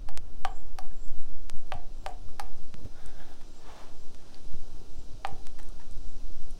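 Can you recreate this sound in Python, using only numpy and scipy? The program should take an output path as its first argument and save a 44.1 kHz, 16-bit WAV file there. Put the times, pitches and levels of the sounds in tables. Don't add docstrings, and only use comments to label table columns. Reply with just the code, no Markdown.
import sys
import numpy as np
from scipy import signal
from scipy.fft import rfft, irfft
from scipy.io import wavfile
from scipy.ndimage import map_coordinates

SR = 44100
rng = np.random.default_rng(int(sys.argv[2]) if len(sys.argv) > 2 else 0)


def generate_wav(signal):
    frames = np.transpose(np.atleast_2d(signal))
    scaled = np.clip(frames, -1, 1) * 32767
    pcm = np.round(scaled).astype(np.int16)
    wavfile.write(sys.argv[1], SR, pcm)


N = 290616
TIME = np.arange(N) / SR
RING = np.arange(SR // 2) / SR

# mode_hz, level_db, t60_s
BOWL_MODES = [(626, -5.5, 0.058), (781, 2, 0.058), (875, -17.5, 0.099), (1171, -10, 0.062),
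              (1217, -30, 0.0089), (1514, -10.5, 0.029), (2466, -23, 0.037), (2930, -18, 0.024),
              (3330, -27, 0.018), (4450, -19, 0.015)]


def amp(db):
    return 10 ** (np.asarray(db) / 20)


def unit(x):
    return x / np.sqrt(np.mean(x ** 2) + 1e-20)


def along(points, hz):
    point_hz, value = np.transpose(points)
    return np.interp(np.log(hz + 1e-3), np.log(point_hz), value)


def curve(rows):
    s, value = np.transpose(rows)
    return np.interp(TIME, s, value)


def wobble(rate):
    knots = rng.standard_normal(int(N * rate / SR) + 4)
    return map_coordinates(knots, [TIME * rate])


def fade(t60):
    return amp(-60 * RING / t60)


def add(track, s, sound):
    part = track[max(round(s * SR), 0):][:len(sound)]
    part += sound[:len(part)]


def coloured(x, spectrum):
    gain = amp(along(spectrum, np.fft.rfftfreq(len(x), 1 / SR)))
    return unit(irfft(rfft(x) * gain, len(x)))


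def noise(spectrum):
    return coloured(rng.standard_normal(N), spectrum)


def sparse_ticks(per_s):
    return (rng.random(N) < per_s / SR) * rng.standard_normal(N)


def burst(spectrum, t60):
    return coloured(rng.standard_normal(len(RING)), spectrum) * fade(t60)


def chatter(spectrum, t60, per_s):
    signs = np.sign(rng.standard_normal(len(RING)))
    slips = (rng.random(len(RING)) < per_s / SR) * signs
    return coloured(slips, spectrum) * fade(t60)


def pulse(spectrum, tilt_db=0):
    size = len(RING)
    hz = np.fft.rfftfreq(size, 1 / SR)
    tilt = tilt_db * along([(3000, 0.015), (10000, 0.95)], hz)
    cepstrum = irfft(np.log(amp(along(spectrum, hz) + tilt)), size)
    cepstrum[1:size // 2] *= 2
    cepstrum[size // 2:] = 0
    click = irfft(np.exp(rfft(cepstrum)), size)
    return click / np.abs(click).max()


def in_kitchen(sound, wet_db):
    # band_hz, t60_s
    decay = [(200, 0.54), (800, 0.39), (2500, 0.28), (6000, 0.13), (14000, 0.2)]
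    hz, t, z = signal.stft(rng.standard_normal(len(RING)), SR, nperseg=256)
    decayed = z * amp(-60 * t / along(decay, hz)[:, None])
    tail = signal.istft(decayed, SR, nperseg=256)[1]
    tail = np.pad(tail / np.linalg.norm(tail), (int(0.004 * SR), 0))
    return sound + amp(wet_db) * signal.fftconvolve(sound, tail)[:len(sound)]


def rippled(x, ripple_db, spacing_hz):
    hz = np.fft.rfftfreq(N, 1 / SR)
    ripple = map_coordinates(rng.standard_normal(2048), [hz / spacing_hz], mode="wrap")
    depth = along([(10000, 1), (12000, 0)], hz)
    return unit(irfft(rfft(x) * amp(ripple_db * depth * np.clip(ripple, -2, 2)), N))


def knocks():
    # start_s, level_db, pitch_hz of the damped body, body_db, low_db of the lower wall,
    # crack_db, edge_db of the tick, soft_hz where the soft contact ends
    strikes = [(0.088, -37, 820, 0.5, 1, -2, -3, 5600), (0.45, -24, 799, 6, -3.5, 1, -8.5, 4300),
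               (0.787, -33.5, 796, 1, -3.5, -5, 1, 5500), (1.721, -27, 801, 1.5, 2, 2, -13.5, 4900),
               (2.063, -25, 805, 0, 2, -7, -10, 5240), (2.397, -26, 843, 2.5, -17, -5.5, -1, 5900),
               (5.249, -22.5, 827, 4, -8.5, 0.5, -17, 4300)]
    # mode_hz, level_db, t60_s
    glass_modes = [(448, -21, 0.48), (577, -35, 0.86), (711, -11, 0.32), (753, -16, 0.35),
                   (794, -7.5, 0.19), (830, -28, 0.35), (877, -27, 0.25), (948, -18, 0.16),
                   (980, -26, 0.29), (1150, -31, 0.21)]
    # band_hz, level_db
    crack_colour = [(100, -39), (400, -18), (700, 17), (1300, 5.5), (2000, 3.5), (3100, 6), (3800, -9.5),
                    (4700, 7.5), (5600, -24), (9000, -11), (12000, -31), (16000, -56)]
    clack_colour = [(400, -25), (900, 2.5), (1500, 0.5), (3000, -6), (4300, -3.5), (5600, -16),
                    (12000, -31)]
    edge_colour = [(1000, -1), (3600, -16), (4500, 6.5), (5700, 8), (7200, 1), (9000, 5), (11000, -2.5),
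                   (15000, -6), (16000, -26)]
    bowl_hz = 790
    sag, sag_s = 0.12, 0.022
    wall_low_hz, wall_high_hz, body_top_hz = 550, 745, 1400
    out = np.zeros(N)
    sagging = np.cumsum(1 - sag * (1 - np.exp(-RING / sag_s))) / SR
    bloom = 1 - np.exp(-(RING / 0.02) ** 2)
    for s, db, pitch_hz, body_db, low_db, crack_db, edge_db, soft_hz in strikes:
        ring, linger = np.zeros((2, len(RING)))
        for hz, level, t60 in BOWL_MODES:
            region_db = low_db if hz < wall_high_hz else body_db if hz < body_top_hz else 0
            level += region_db + rng.normal(0, 2.5)
            ring += amp(level) * np.cos(2 * np.pi * hz * pitch_hz / bowl_hz * sagging) * fade(t60)
        for hz, level, t60 in glass_modes:
            level += low_db * (wall_low_hz < hz < wall_high_hz) + rng.normal(0, 1.03)
            linger += amp(level) * np.sin(2 * np.pi * (hz * RING + rng.random())) * fade(t60)
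        glass = amp(-3.5) * (in_kitchen(ring, wet_db=-15) + bloom * linger)
        clack = chatter(clack_colour, t60=0.037, per_s=2500)
        contact = amp(crack_db) * pulse(crack_colour) + amp(-15) * clack
        low_pass = signal.butter(4, min(soft_hz, SR / 3), fs=SR, output="sos")
        high_pass = signal.butter(2, 380, "high", fs=SR, output="sos")
        soft = signal.sosfilt(np.vstack([low_pass, high_pass]), glass + in_kitchen(contact, wet_db=-8.5))
        tick = amp(edge_db) * (pulse(edge_colour) + amp(-7.5) * burst(edge_colour, t60=0.011))
        add(out, s, -amp(db) * (soft + in_kitchen(tick, wet_db=-10)))
    return out


def snaps():
    # start_s, level_db, treble_db
    spikes = [(0.175, -17.5, -1), (1.498, -20, -1), (2.742, -28, -15.5), (1.082, -37.5, 7),
              (4.147, -33, -3), (5.470, -26.5, 0)]
    # band_hz, level_db
    snap_colour = [(100, -3), (700, 4), (2000, 1.5), (5000, 1), (8000, -1.5), (11000, -6.5), (14000, -20),
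                   (16000, -35)]
    out = np.zeros(N)
    for s, db, treble_db in spikes:
        add(out, s, -amp(db) * in_kitchen(pulse(snap_colour, tilt_db=treble_db), wet_db=-49))
    return out


def scrapes():
    # start_s, level_db rms at the start, t60_s
    rasps = [(0.147, -60, 0.026), (2.461, -63, 0.11), (2.848, -54, 0.052), (3.411, -57.5, 0.12),
             (4.541, -54, 0.019), (5.589, -50, 0.032), (5.597, -45.5, 0.025), (5.63, -54, 0.029),
             (5.797, -58.5, 0.074), (5.815, -58, 0.06)]
    # band_hz, level_db
    rasp_colour = [(300, -8), (900, 3), (1800, 1), (2400, -4.5), (3400, -2), (4500, -8), (10000, -14),
                   (16000, -25)]
    out = np.zeros(N)
    for s, db, t60 in rasps:
        add(out, s, amp(db) * in_kitchen(chatter(rasp_colour, t60, per_s=900), wet_db=-12.0))
    return out


def wipes():
    # peak_s of firmest pressure, rise_s, fall_s, level_db, resonance_hz at full pressure,
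    # resonance_db, fizz_db
    rubs = [(3.02, 0.064, 0.052, -59.5, 1470, -5.5, -11), (3.219, .13, 0.12, -54, 1560, -6, -11),
            (3.758, 0.11, 0.097, -51.5, 1030, -10.5, -22), (4.271, 0.093, 0.13, -61.5, 760, -14, -28)]
    # band_hz, level_db per Hz
    swish_colour = [(100, 11), (400, 9), (560, 8), (750, 11), (1000, 5.5), (1800, 1), (2300, -5),
                    (3600, -3.5), (4600, -13), (6000, -11), (10000, -23.5), (16000, -26)]
    tack_colour = [(500, 11), (1600, 10), (2500, 9), (8000, -6), (14000, -22), (16000, -14)]
    fizz_colour = [(2000, -30), (3600, 13), (5000, -14), (8500, -3), (11500, -7), (14500, -9), (16000, -2)]
    glide, width_octaves = 0.07, 0.29
    out = np.zeros(N)
    for s, rise, fall, db, hz, resonance_db, fizz_db in rubs:
        pressure = np.exp(-.5 * ((TIME - s) / np.where(TIME < s, rise, fall)) ** 2)
        step = 2 ** width_octaves
        band = noise([(hz / 4, -60), (hz / step, -18), (hz, 0), (hz * step, -14), (hz * 4, -60)])
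        reading = np.cumsum(1 - glide * (1 - pressure))
        resonance = map_coordinates(band, [reading], mode="wrap")
        tack = coloured(sparse_ticks(450), tack_colour)
        rub = rippled(noise(swish_colour), ripple_db=2.5, spacing_hz=123.7)
        rub += amp(resonance_db) * resonance
        rub += amp(-11) * tack
        rub += amp(fizz_db) * noise(fizz_colour)
        out += amp(db + 1.66 * wobble(24.59)) * pressure * unit(rub)
    return out


def strays(per_s, db, hz, cycles):
    waits = -np.log(1 - rng.random(64)) / per_s
    times = np.cumsum(waits)
    octaves = rng.uniform(-0.98, 0.98, 64)
    rows = np.column_stack([times, np.full(64, db), hz * 2 ** octaves, np.full(64, cycles)])
    return rows[times < N / SR]


def pockets(rows, rise, burst_db, wet_db):
    out = np.zeros(N)
    for s, db, hz, cycles in rows:
        life = fade(cycles / hz)
        phase = 2 * np.pi * np.cumsum(hz * (1 + rise * (.5 - life))) / SR
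        ring = np.sin(phase) * life * (1 - np.exp(-RING * hz))
        tear = pulse([(hz / 6, -18), (hz / 2, -7), (hz, 0), (hz * 1.37, -8), (hz * 3, -32)])
        add(out, s, amp(db) * in_kitchen(ring + amp(burst_db) * tear, wet_db))
    return out


def bubbles():
    # start_s, level_db, pitch_hz, ring_cycles
    clear = [(0.39, -54, 12500, 23), (1.082, -45.5, 8300, 23), (1.227, -51, 9200, 17),
             (1.589, -51, 9900, 23), (1.738, -45, 8600, 23), (2.089, -45, 7750, 15), (3.061, -39, 8660, 37),
             (4.345, -41, 4600, 51), (5.271, -37, 8600, 18), (5.454, -49.5, 4140, 39),
             (5.59, -47, 8750, 23), (5.631, -44, 8800, 23), (5.689, -45, 8740, 23),
             (5.912, -46.5, 7950, 35), (5.922, -50, 9300, 23), (6.509, -44, 9400, 53)]
    stray = strays(per_s=4, db=-70, hz=8500, cycles=19)
    return pockets([*clear, *stray], rise=0.11, burst_db=3.5, wet_db=-9.0)


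def plops():
    # start_s, level_db, pitch_hz, ring_cycles
    clear = [(0.912, -55.5, 1690, 47), (2.287, -49, 1230, 26), (4.812, -45.5, 414, 29),
             (5.598, -45, 825, 24), (5.629, -55, 1770, 49), (5.7, -52.5, 1230, 35), (5.741, -54, 1410, 27),
             (5.797, -47, 920, 34), (5.799, -55, 1640, 45), (5.812, -52, 1780, 45), (5.823, -55, 1440, 40)]
    stray = strays(per_s=1, db=-58, hz=983, cycles=29)
    return pockets([*clear, *stray], rise=0.056, burst_db=-5, wet_db=-10.0)


def bumps():
    # centre_s, level_db, pitch_hz, knock_db relative to the push
    pushes = [(1.546, -41.5, 132, -29), (1.754, -34.5, 93, -13.5), (2.744, -39.5, 160, -5.5),
              (2.785, -44.5, 140, 2), (2.815, -46, 198, -1), (2.832, -45, 108, -6), (2.856, -31, 83, -8),
              (4.542, -39.5, 122, -5), (4.626, -49, 110, -20), (4.988, -37, 59.3, -14),
              (5.143, -40.5, 106, -22), (5.329, -38, 112, -6), (5.97, -40.5, 103, -14)]
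    knock_colour = [(100, -10), (230, 6.0), (420, 1), (700, -14.5), (2000, -32), (8000, -42)]
    out = np.zeros(N)
    for s, db, hz, knock_db in pushes:
        turns = hz * (TIME - s)
        out += amp(db) * np.sin(2 * np.pi * turns) * np.exp(-(turns / 0.67) ** 2)
        knock = burst(knock_colour, t60=0.065) * (1 - np.exp(-RING / 0.0023))
        add(out, s - 0.00263, amp(db + knock_db) * knock)
    return out


def nudges():
    # start_s, level_db
    leans = [(1.179, -62.5), (5.188, -54)]
    hum_hz = BOWL_MODES[0][0]
    hum = np.sin(2 * np.pi * hum_hz * RING) * fade(0.26) * (1 - np.exp(-RING / 0.0042))
    out = np.zeros(N)
    for s, db in leans:
        add(out, s, amp(db) * hum)
    return out


def effort():
    # time_s, effort_db
    vigour = [(0, -2.5), (1.2, 0), (2.85, -4.5), (3.3, -9), (4.3, -12), (4.55, -2), (5.2, -6.5),
              (6.59, 3.5)]
    pulse_hz, first_peak_s, pulse_db = 3.0, 0.15, 0.5
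    turns = pulse_hz * (TIME - first_peak_s) + 0.01 * wobble(1.0)
    return curve(vigour) + pulse_db * np.cos(2 * np.pi * turns)


def batter(effort_db):
    # band_hz, level_db per Hz
    churn_colour = [(80, 2), (200, -2), (400, 3), (520, -8), (750, -4), (1100, -12), (2000, -27.5),
                    (6000, -30)]
    crackle_colour = [(300, -2.0), (900, 11.0), (2000, -1.0), (6000, -3.0), (11000, -4), (16000, -42)]
    drag = amp(-62.5 + 0.011 * effort_db + 2.1 * wobble(9.6))
    crackle = coloured(sparse_ticks(70), crackle_colour)
    return drag * (noise(churn_colour) + amp(-13.5) * crackle)


def arm(effort_db):
    # band_hz, level_db per Hz
    swell_colour = [(.5, -18.5), (2.7, 4.5), (6, -8), (10, -16), (16, -18.5), (25, -40), (45, -48.5),
                    (100, -99)]
    rumble_colour = [(10, 0), (25, 4.5), (50, -2), (70, -11), (100, -13), (160, -22), (300, -36.5),
                     (800, -57), (3000, -120)]
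    # time_s, level_db
    rumble_level = [(0, -41), (0.7, -48), (1.1, -47.5), (1.45, -54), (1.6, -48.5), (2.2, -44.5), (2.9, -46),
                    (3.3, -52), (4.3, -56), (4.55, -44.5), (5.2, -47), (6.59, -44)]
    to_edge_s = np.minimum(TIME, TIME[-1] - TIME)
    ease = np.sin(np.pi / 2 * np.clip(to_edge_s / 0.077, 0, 1)) ** 2
    swell = ease * amp(-17.5 + effort_db) * noise(swell_colour)
    rumble = amp(curve(rumble_level) + 3.0 * wobble(8.4)) * noise(rumble_colour)
    return swell + rumble


def chirps():
    # start_s, level_db
    calls = [(.555, -62), (1.035, -62), (2.06, -66), (3.56, -66), (3.999, -69), (4.99, -67), (6.09, -66)]
    trill = noise([(6000, -50), (7200, -12), (7600, -4), (7900, -24), (8400, -73)])
    hz = 7750 - 900 * np.exp(-RING / 0.011)
    slur = np.sin(2 * np.pi * np.cumsum(hz) / SR) * np.exp(-((RING - .012) / 0.019) ** 2)
    out = np.zeros(N)
    for s, db in calls:
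        add(out, s, amp(db) * slur)
        out += amp(db - 6.0) * trill * np.exp(-.5 * ((TIME - s + 0.0085) / 0.061) ** 2)
    return out


def high_tones():
    # tone_hz before drift, level_db before waver
    tones = [(7980, -95), (8520, -94), (8950, -91), (9420, -92), (9850, -97)]
    drift_hz = 90 * wobble(1.5)
    out = np.zeros(N)
    for hz, db in tones:
        waver_db = 5 * np.clip(wobble(2.34), -2, 1)
        flicker_db = 3 * np.clip(wobble(25), -2, 1)
        fuzzy_hz = hz + drift_hz + 55 * wobble(150)
        tone = np.sqrt(2) * np.sin(2 * np.pi * np.cumsum(fuzzy_hz) / SR)
        out += amp(db + waver_db + flicker_db) * tone
    return out * np.clip(TIME / 1.6, 0, 1) ** 3


def background():
    # band_hz, level_db per Hz
    air_colour = [(60, 0.5), (200, 0.5), (400, -7.5), (620, -4.5), (900, -18), (1300, -16.5), (1900, -24.5),
                  (3000, -21.5), (8000, -40.5)]
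    hiss_colour = [(500, 4), (1800, -12.5), (2800, -2), (3800, 1.5), (5600, 3.5), (6500, -0.5),
                   (7500, -5.5), (9300, -8), (11000, -16), (13000, -19), (16000, -56)]
    # tone_hz, level_db rms before its wobble
    hum_tones = [(58, -77), (93, -68), (240, -75), (278, -72), (331, -78), (400, -77), (1385, -80)]
    air = amp(-59.5) * rippled(noise(air_colour), ripple_db=2.5, spacing_hz=41.5)
    hum = np.zeros(N)
    for hz, db in hum_tones:
        tone = np.sqrt(2) * np.sin(2 * np.pi * hz * TIME + 1.18 * wobble(7.3))
        hum += amp(db + 2.0 * wobble(2.96)) * tone
    hiss_db = curve([(0, -69.5), (3.72, -62.5)])
    hiss = amp(hiss_db) * rippled(noise(hiss_colour), ripple_db=2.5, spacing_hz=42.05)
    return air + hum + hiss


def scene():
    effort_db = effort()
    blade = knocks() + snaps() + scrapes() + wipes()
    air_pockets = bubbles() + plops()
    bowl = bumps() + nudges()
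    stirring = batter(effort_db) + arm(effort_db)
    high = chirps() + high_tones()
    return (blade + air_pockets + bowl + stirring + high + background())[None]


def record(dry):
    low_pass = signal.firwin(401, 16300, fs=SR)[None]
    padded = np.pad(dry, ((0, 0), (200, 200)), mode="edge")
    return signal.fftconvolve(padded, low_pass, mode="valid")


dry = scene()
out = record(dry)
generate_wav(out)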